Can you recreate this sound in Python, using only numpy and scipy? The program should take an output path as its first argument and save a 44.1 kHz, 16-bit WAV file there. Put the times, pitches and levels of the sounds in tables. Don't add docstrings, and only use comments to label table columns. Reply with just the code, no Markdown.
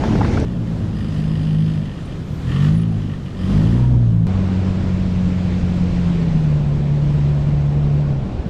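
import sys
import numpy as np
from scipy import signal
from scipy.fft import rfft, irfft, next_fast_len
from scipy.io import wavfile
from scipy.ndimage import uniform_filter1d, minimum_filter1d, map_coordinates

SR = 44100
rng = np.random.default_rng(int(sys.argv[2]) if len(sys.argv) > 2 else 0)


def inscribe(sig):
    pcm = np.round(np.clip(np.atleast_2d(sig).T, -1, 1) * 32767)
    wavfile.write(sys.argv[1], SR, pcm.astype(np.int16))


def voltage_ratio(level):
    return 10 ** (np.asarray(level, float) / 20)


N = 374409

# time [s], level [dB].
NEAR_THROTTLE = [(.45, -23), (.95, -23), (1.35, -18.5), (1.6, -15.5), (1.79, -19), (1.97, -33),
                 (2.25, -35.5), (2.44, -24.5), (2.55, -15.5), (2.65, -12.5), (2.8, -16), (3.05, -20.5),
                 (3.28, -35), (3.45, -20), (3.55, -14), (3.75, -13), (3.92, -12), (4.27, -14.5)]
# time [s], level [dB].
FAR_THROTTLE = [(4.27, -17), (5.2, -19), (6.1, -17.5), (6.5, -16), (6.75, -18), (7.1, -16), (8.1, -16),
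                (8.19, -20), (8.28, -31.5), (8.49, -35.5)]


def unit(x):
    return x / np.sqrt(np.mean(x ** 2) + 1e-20)


def curves(rows):
    s, *cols = np.transpose(rows)
    return [np.interp(np.arange(N) / SR, s, c) for c in cols]


def bumps(rows):
    t = np.arange(N) / SR
    return sum(height * np.exp(-((t - s) / width) ** 2) for s, width, height in rows)


def wobble(rate):
    knots = rng.standard_normal(int(N * rate / SR) + 4)
    return map_coordinates(knots, [np.arange(N) * rate / SR])


def filtered(x, response):
    m = next_fast_len(N + 8192)
    return irfft(rfft(x, m) * response(np.fft.rfftfreq(m, 1 / SR)), m)[:N]


def coloured(x, spectrum):
    f, db = np.transpose(list(spectrum) + [(SR / 2 + 1, -120)])
    return unit(filtered(x, lambda hz: voltage_ratio(np.interp(np.log(hz + 1), np.log(f + 1), db))))


def rush(spectrum, patchy_db):
    z = signal.stft(rng.standard_normal(N), nperseg=512)[2]
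    field = uniform_filter1d(rng.standard_normal(z.shape), size=8, axis=0)
    field = uniform_filter1d(field, size=8, axis=1)
    patched = signal.istft(z * voltage_ratio(patchy_db * unit(field)), nperseg=512)[1][:N]
    return coloured(patched, spectrum)


def grains(count, size_db):
    when, size, sign = rng.random((count, 3)).T
    hits = np.sign(sign - .5) * voltage_ratio(-size_db * np.log(size + 1e-4))
    return np.bincount((when * N).astype(int), hits, N)


def beach(shot):
    # frequency [Hz], level [dB per Hz].
    buffet_spectra = [
        [(4, -13.5), (25, -8.5), (45, -3), (100, -3), (170, -2.5), (260, -10.5), (400, -23.5), (800, -61.5)],
        [(4, -6), (25, -2.5), (45, 4), (100, -0.5), (170, 2.5), (260, -7), (400, -27), (800, -65)],
    ]
    # frequency [Hz], level [dB per Hz].
    roar_spectrum = [(180, -30.5), (300, 0.5), (556, -5), (1080, -17), (1190, -20.5), (2340, -38),
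                     (3000, -34), (3900, -59.5), (6600, -120)]
    # frequency [Hz], level [dB per Hz].
    hiss_spectra = [
        [(590, -32), (1000, -3), (1250, -2), (1770, -5), (2790, -10), (3410, -9), (4630, -13.5), (7140, -19.5),
         (12500, -34.5), (16200, -65.5), (22000, -120)],
        [(590, -29), (1000, -6), (1180, -8.5), (1360, -7), (1920, -9), (2360, -9), (4160, -15), (7750, -26.5),
         (13500, -52.5)],
    ]
    # frequency [Hz], level [dB per Hz].
    spray_spectrum = [(8000, -62.5), (10500, -8.5), (12500, -3.5), (15000, -1.5), (16500, -61)]
    # time [s], strength [dB].
    churn_rows = [
        [(.45, 0), (1.0, 0), (1.15, 3.5), (1.35, 0), (2.25, 0.5), (2.45, 4.5), (2.66, 8.5), (2.86, -0.7),
         (3.39, 0.5), (3.53, 7.5), (3.8, 4.5), (3.95, -2.5), (4.27, -5)],
        [(4.27, -0.5), (4.52, 1.3), (5.1, 0.9), (6.2, 2), (6.75, -2), (7.2, -1), (7.6, -2.5), (8.49, -4.5)],
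    ]
    # centre [s], width [s], swell [dB].
    gust_rows = [(.7, 0.44, 3), (2.15, 0.11, 2), (3.62, 0.19, 4.5), (3.95, 0.19, 3.5), (4.42, 0.32, 2.5),
                 (6.27, 0.092, 2), (6.77, 0.19, 1), (7.8, 0.7, 1.5), (8.3, 0.12, 2)]
    # centre [s], width [s], level [dB].
    spin_rows = [(1.0, .06, -83), (1.2, .1, -83), (1.6, .06, -85), (2.38, .13, -71), (2.65, .1, -84),
                 (3.2, .12, -84), (3.65, 0.061, -81), (5.6, .1, -104)]
    # level [dB], shares of churn, gusts, throttle [ratio].
    buffet_rule, roar_rule = [(-26, .1, 0.87, 0.22), (-23, .6, .1, .05)], [(-39.5, 0.46, 0.91, 0.071), (-34.5, .05, 0.99, 0.034)]
    hiss_db, spray_db = [-47.5, -43], [-92, -118]

    throttle = [NEAR_THROTTLE, FAR_THROTTLE][shot]
    effort_db = np.minimum(curves(throttle)[0] + 20, 2.5)
    churn_db, gusts_db = curves(churn_rows[shot])[0], bumps(gust_rows)

    def driven_db(db, churn, gusts, effort):
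        return db + churn * churn_db + gusts * gusts_db + effort * effort_db

    gust = wobble(7)
    buffet = voltage_ratio(driven_db(*buffet_rule[shot]) + wobble(9)) * rush(buffet_spectra[shot], patchy_db=1.0)
    roar = voltage_ratio(driven_db(*roar_rule[shot]) + gust / 3) * rush(roar_spectrum, patchy_db=.5)
    hiss_level_db = hiss_db[shot] + churn_db + [.65, .3][shot] * gust + 0.29 * wobble(25)
    hiss = voltage_ratio(hiss_level_db) * rush(hiss_spectra[shot], patchy_db=0.86)
    thrown = voltage_ratio(spray_db[shot]) + bumps([(s, width, voltage_ratio(db)) for s, width, db in spin_rows])
    sand = coloured(grains(count=30000, size_db=3.0), spray_spectrum)
    spray = thrown * voltage_ratio(3.5 * wobble(22)) * sand
    return buffet + roar + hiss + spray


def breaker():
    # centre [s], width [s], level [dB].
    waves = [
        (4.42, .33, -44),
    ]
    # frequency [Hz], level [dB].
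    foam = [(400, -30), (650, -4), (1000, 2), (1500, -8), (2500, -31)]
    return bumps([(s, width, voltage_ratio(db)) for s, width, db in waves]) * rush(foam, patchy_db=2.5)


def wading():
    # time [s], surge [dB].
    wade = [(0.0, -18), (0.034, -18), (0.042, -15), (0.25, -14), (0.28, -16.5), (0.36, -15), (0.452, -16.5)]
    # frequency [Hz], level [dB per Hz].
    surge_spectrum, splash_spectrum = [(12, -37), (20, -9.5), (75, 0.5), (112, -2), (216, -3), (416, -12),
                                       (505, -16.5), (700, -25.5), (910, -38), (1540, -120)], [(260, -31), (450, -11), (863, -6), (1180, -16),
                                                      (1330, -13.5), (1490, -15.5), (5580, -26.5),
                                                      (9090, -41.5), (13000, -56), (15500, -90.5)]
    # time [s], peak [dB], fall by 60 dB [s].
    slap_rows = [(0.038, -10.5, 0.076), (0.076, -18, 0.078), (0.123, -18, 0.051), (0.154, -14.5, 0.046),
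                 (0.21, -14, 0.11), (0.231, -14, .03), (0.247, -12, 0.08), (0.312, -19.5, 0.049),
                 (0.333, -28, .04), (0.372, -16, 0.058)]
    # time [s], peak [dB].
    drops = [
        (0.4, -27),
    ]

    surge_db, = curves(wade)
    t = np.arange(N) / SR
    churn = rush(surge_spectrum, patchy_db=-2.0)
    power = np.abs(uniform_filter1d(churn ** 2, size=2000))
    surge = voltage_ratio(surge_db) * churn / np.sqrt(power + 0.083)
    bow_fall_db = bumps([(.45, 0.047, -0.5)])
    sheet = voltage_ratio(-32 + bow_fall_db + 1.6 * wobble(32.3)) * rush(splash_spectrum, patchy_db=1.5)
    lumps = sum(voltage_ratio(db - 8 - 60 * np.abs(t - s) / np.where(t > s, t60, .004)) for s, db, t60 in slap_rows)
    slaps = lumps * rush(splash_spectrum[:6] + [(3500, -31), (8000, -57)], patchy_db=5.5)
    tick = sum(voltage_ratio(db - 3 - 60 * np.abs(t - s - .001) / 0.0048) for s, db in drops)
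    drop_noise = rush([(1500, -50), (3500, -2.5), (8000, -7), (11000, -29)], patchy_db=2)
    return surge + sheet + slaps + tick * drop_noise


def thuds():
    # time [s], peak [dB], frequency [Hz].
    pushes = [(2.21, -19.5, 110), (2.31, -13, 131), (2.335, -12, 130), (8.399, -12, 71),
              (8.464, -11.5, 152)]
    t = np.arange(N) / SR
    return sum(-voltage_ratio(db) * np.exp(-(1.37 * hz * (t - s)) ** 2) * np.cos(2 * np.pi * hz * (t - s))
               for s, db, hz in pushes)


def squeaks():
    # start [s], length [s], frequency [Hz], level [dB].
    whistles = [
        (1.987, 0.14, 9300, -65),
        (2.717, 0.13, 9450, -58),
        (2.84, 0.1, 9400, -67),
        (2.884, 0.12, 758, -48),
        (3.726, 0.24, 948, -43.5),
    ]
    out, waver, flutter_db = np.zeros(N), 0.0085 * wobble(150), 4.9 * wobble(93)
    for s, length, hz, db in whistles:
        t = np.arange(int(length * SR)) / SR
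        span = slice(round(s * SR), round(s * SR) + len(t))
        cycles = np.cumsum(hz * (1 + waver[span])) / SR
        swell = np.sqrt(np.abs(np.sin(np.pi * t / length)))
        out[span] += voltage_ratio(db + flutter_db[span]) * swell * np.sin(2 * np.pi * cycles)
    return out


def exhaust(speed, effort, pipe, orders, sings, tail, lead_turns, uneven_db, jitter):
    rate, t = curves(speed)[0], np.arange(N) / SR
    hz, pipe_db = np.transpose(pipe)

    def singing_db(k):
        return bumps([row[1:] for row in sings if row[0] == k])

    shares = []
    for k, db, rear_db, s in orders:
        passed_db = np.interp(np.log(k * rate), np.log(hz), pipe_db)
        come_round = (1 + np.tanh((t - s) / .1)) / 2
        shares.append(db + passed_db + rear_db * come_round + singing_db(k))
    total_db = 10 * np.log10(np.sum(voltage_ratio(np.array(shares)) ** 2, axis=0))
    levels = curves(effort)[0] + shares - total_db
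    cycles = np.cumsum(rate) / SR + jitter * wobble(14)
    parts = [(row[0], db) for row, db in zip(orders, levels)]
    parts += [(k, levels[lead] + db + singing_db(k)) for k, lead, db in tail]
    tones = 0
    for k, db in parts:
        turns = k * cycles + lead_turns - k * k / 11
        tones = tones + voltage_ratio(db + uneven_db * wobble(12)) * np.cos(2 * np.pi * turns)
    strokes = voltage_ratio(uneven_db * wobble(45))
    return np.sqrt(2) * strokes * tones, cycles, levels[-1]


def far_exhaust():
    # time [s], firing rate [firings per s].
    speed = [(4.27, 93.9), (4.6, 93.6), (5.32, 90.5), (5.7, 89.6), (6.07, 87), (6.22, 83.3), (6.52, 74.4),
             (6.7, 71.7), (7.15, 72.6), (7.57, 71.9), (8.02, 72.9), (8.32, 62.6), (8.49, 60.5)]
    # frequency [Hz], gain [dB].
    pipe = [(72, -13.5), (80, -17.5), (94, -1), (108, -6.5), (146, -2), (187, -2), (217, -19.5),
            (280, -25.5)]
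    # multiple of firing rate, level [dB], gain once the tailpipe has come round [dB], when [s].
    orders = [(1, 0.4, 13, 8.25), (1.5, -14.5, 19, 8.25), (2, 0.4, 0.11, 8.25), (3, -1.4, 6.5, 8.25)]
    # multiple, centre [s], width [s], swell [dB].
    sings = [
        (1.5, 5.2, 1, 3.4),
    ]
    tail = [(2.5, 1, -16)]  # multiple, index of its leader, dB
    return exhaust(speed, FAR_THROTTLE, pipe, orders, sings, tail,
                   lead_turns=1 / 3, uneven_db=.5, jitter=1 / 80)[0]


def near_exhaust():
    # time [s], firing rate [firings per s].
    speed = [(0.45, 60.1), (0.95, 52), (1.05, 51.6), (1.55, 52.1), (1.72, 53), (1.85, 49.9), (2.05, 42.2),
             (2.2, 40), (2.46, 40.7), (2.76, 54.7), (2.85, 55.3), (3.05, 51.7), (3.3, 45.9), (3.45, 46.2),
             (3.8, 61.6), (3.9, 62.4), (4.12, 56), (4.27, 54.2)]
    # frequency [Hz], gain [dB].
    pipe = [(45, -7.5), (55, -12), (90, -2.5), (110, 0.5), (165, 0), (210, -3.5), (240, -8.5)]
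    # multiple of firing rate, level [dB], gain once the tailpipe has come round [dB], when [s].
    orders = [(1, -0.5, 10, 3.46), (2, -0.2, 9, 3.79), (3, -0.05, 0, 2.6), (4, 0.1, -3, 4.0)]
    # multiple, centre [s], width [s], swell [dB].
    sings = [(3, 1.53, 0.45, 11), (4, 1.4, 0.38, 4), (4, 1.86, .1, 4), (4, 2.2, 0.1, 11),
             (3, 2.64, 0.17, 8.5), (3, 3.4, 0.14, -11), (4, 3.52, 0.093, 2), (3, 3.62, 0.081, 4.5),
             (5, 3.6, 0.15, 5.5), (6, 3.66, .1, 5.5), (5, 3.3, 0.28, -5.5), (3, 3.95, 0.14, -10),
             (3, 4.28, 0.16, 12)]
    tail = [(5, 3, -10), (6, 3, -19)]  # multiple, index of its leader, dB
    return exhaust(speed, NEAR_THROTTLE, pipe, orders, sings, tail,
                   lead_turns=0, uneven_db=0.3, jitter=1 / 120)


def rasp(cycles, fourth_db):
    # frequency [Hz], level [dB per Hz].
    rasp_spectrum = [(120, -34), (220, 7), (300, -6), (420, -15), (700, -36)]
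    puffs = 0.42 + np.cos(np.pi * cycles) ** 2
    return voltage_ratio(1.08 * (fourth_db + 20.5) - 30.5) * coloured(puffs * rng.standard_normal(N), rasp_spectrum)


def load():
    # start [s], hold [s], level [dB], panel share [dB], pump share [dB].
    spell_rows = [(.46, .1, -60.5, 3, -8), (0.666, .03, -61, 7, -3), (0.803, .04, -58.5, 5, -10),
                  (.96, 0.27, -53.5, 2.5, -3.5), (1.36, 0.39, -50, -3.5, -7.5),
                  (1.853, 0.088, -55.5, 2.5, -17), (1.983, 0.012, -55.5, 8, -17),
                  (2.088, 0.037, -53.5, -1.3, -15), (2.376, 0.036, -70, 6, -1),
                  (2.495, 0.15, -43.5, 1.5, -15.5), (2.792, .05, -53, 0, -17), (2.92, .14, -57, -3, -13),
                  (3.101, .05, -54.5, 4, -16), (3.253, 0.04, -52.5, 2.5, -11), (3.41, 0.29, -50, 1.5, -7.5)]
    rise, fall, range_db = 0.29, 0.81, 15.5
    t = np.arange(N) / SR
    spells = []
    for s, hold, db, *_ in spell_rows:
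        outside = np.maximum((s - t) / rise, (t - s - hold) / fall)
        spells.append(voltage_ratio(db - range_db * np.maximum(0, outside) / hold))
    block = sum(spells) + voltage_ratio(-66.5)
    panels = sum(g * voltage_ratio(row[3]) for g, row in zip(spells, spell_rows))
    pump = sum(g * voltage_ratio(row[4]) for g, row in zip(spells, spell_rows))
    flank_db = np.where(t < 2.5, -3, 3)
    return panels * voltage_ratio(flank_db - 3.5), panels * voltage_ratio(-1.0), block, pump


def knock(cycles):
    # centre [Hz], width [Hz], level [dB].
    part_modes = [
        [(1187, 270, -3)],
        [(1826, 240, -1)],
        [(2360, 220, -8), (3000, 750, 1)],
        [(4420, 500, -5.5), (4940, 350, 2.5), (8700, 2500, -14)],
    ]
    firing = np.maximum(cycles, 0).astype(int)
    count = firing.max() + 1
    cylinder_db = np.array([.8, -.6, .4, -0.88])[np.arange(count) % 4]
    size_db = rng.normal(0, 1.1, count) + cylinder_db
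    blow = 9 * np.diff(firing, prepend=0)
    rattle = (0.36 + np.exp(-(cycles % 1) / 0.34)) * rng.standard_normal(N)
    burst = voltage_ratio(size_db[firing]) * (blow + rattle)
    out = 0
    for gain, modes in zip(load(), part_modes):
        def body(f):
            return sum((-1) ** k * voltage_ratio(db) * (1j * f * w / (c * c - f * f + 1j * f * w)) ** 2
                       for k, (c, w, db) in enumerate(modes))
        out = out + voltage_ratio(1.0) * gain * unit(filtered(burst, body))
    return out


def near_truck():
    tones, cycles, fourth_db = near_exhaust()
    return tones + rasp(cycles, fourth_db) + knock(cycles) + squeaks()


def scene():
    # time of the change [s], jump of the wave [full scale].
    cuts = [
        (.44927, -.055),
        (4.26927, .11),
    ]
    splice_s = .0015
    shallows, sand, shore = wading(), near_truck() + beach(0), far_exhaust() + beach(1) + breaker()
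    since = [np.arange(N) / SR - s for s, _ in cuts]
    first, second = [np.clip(t / splice_s, 0, 1) for t in since]
    jumps = sum(jump * np.clip(t * SR / 2, 0, 1) * np.exp(-np.abs(t) / splice_s)
                for t, (_, jump) in zip(since, cuts))
    joined = shallows * (1 - first) + sand * (first - second) + shore * second
    return (joined + jumps + thuds())[None]


def roll_off(x):
    return signal.sosfilt(signal.butter(12, 15730, fs=SR, output="sos"), x)


def record(dry):
    reach = -minimum_filter1d(-np.abs(dry), size=700, axis=1)
    gain = uniform_filter1d(np.minimum(1, 0.54 / (reach + 1e-9)), size=500, axis=1)
    return roll_off(dry * gain)


dry = scene()
out = record(dry)
inscribe(out)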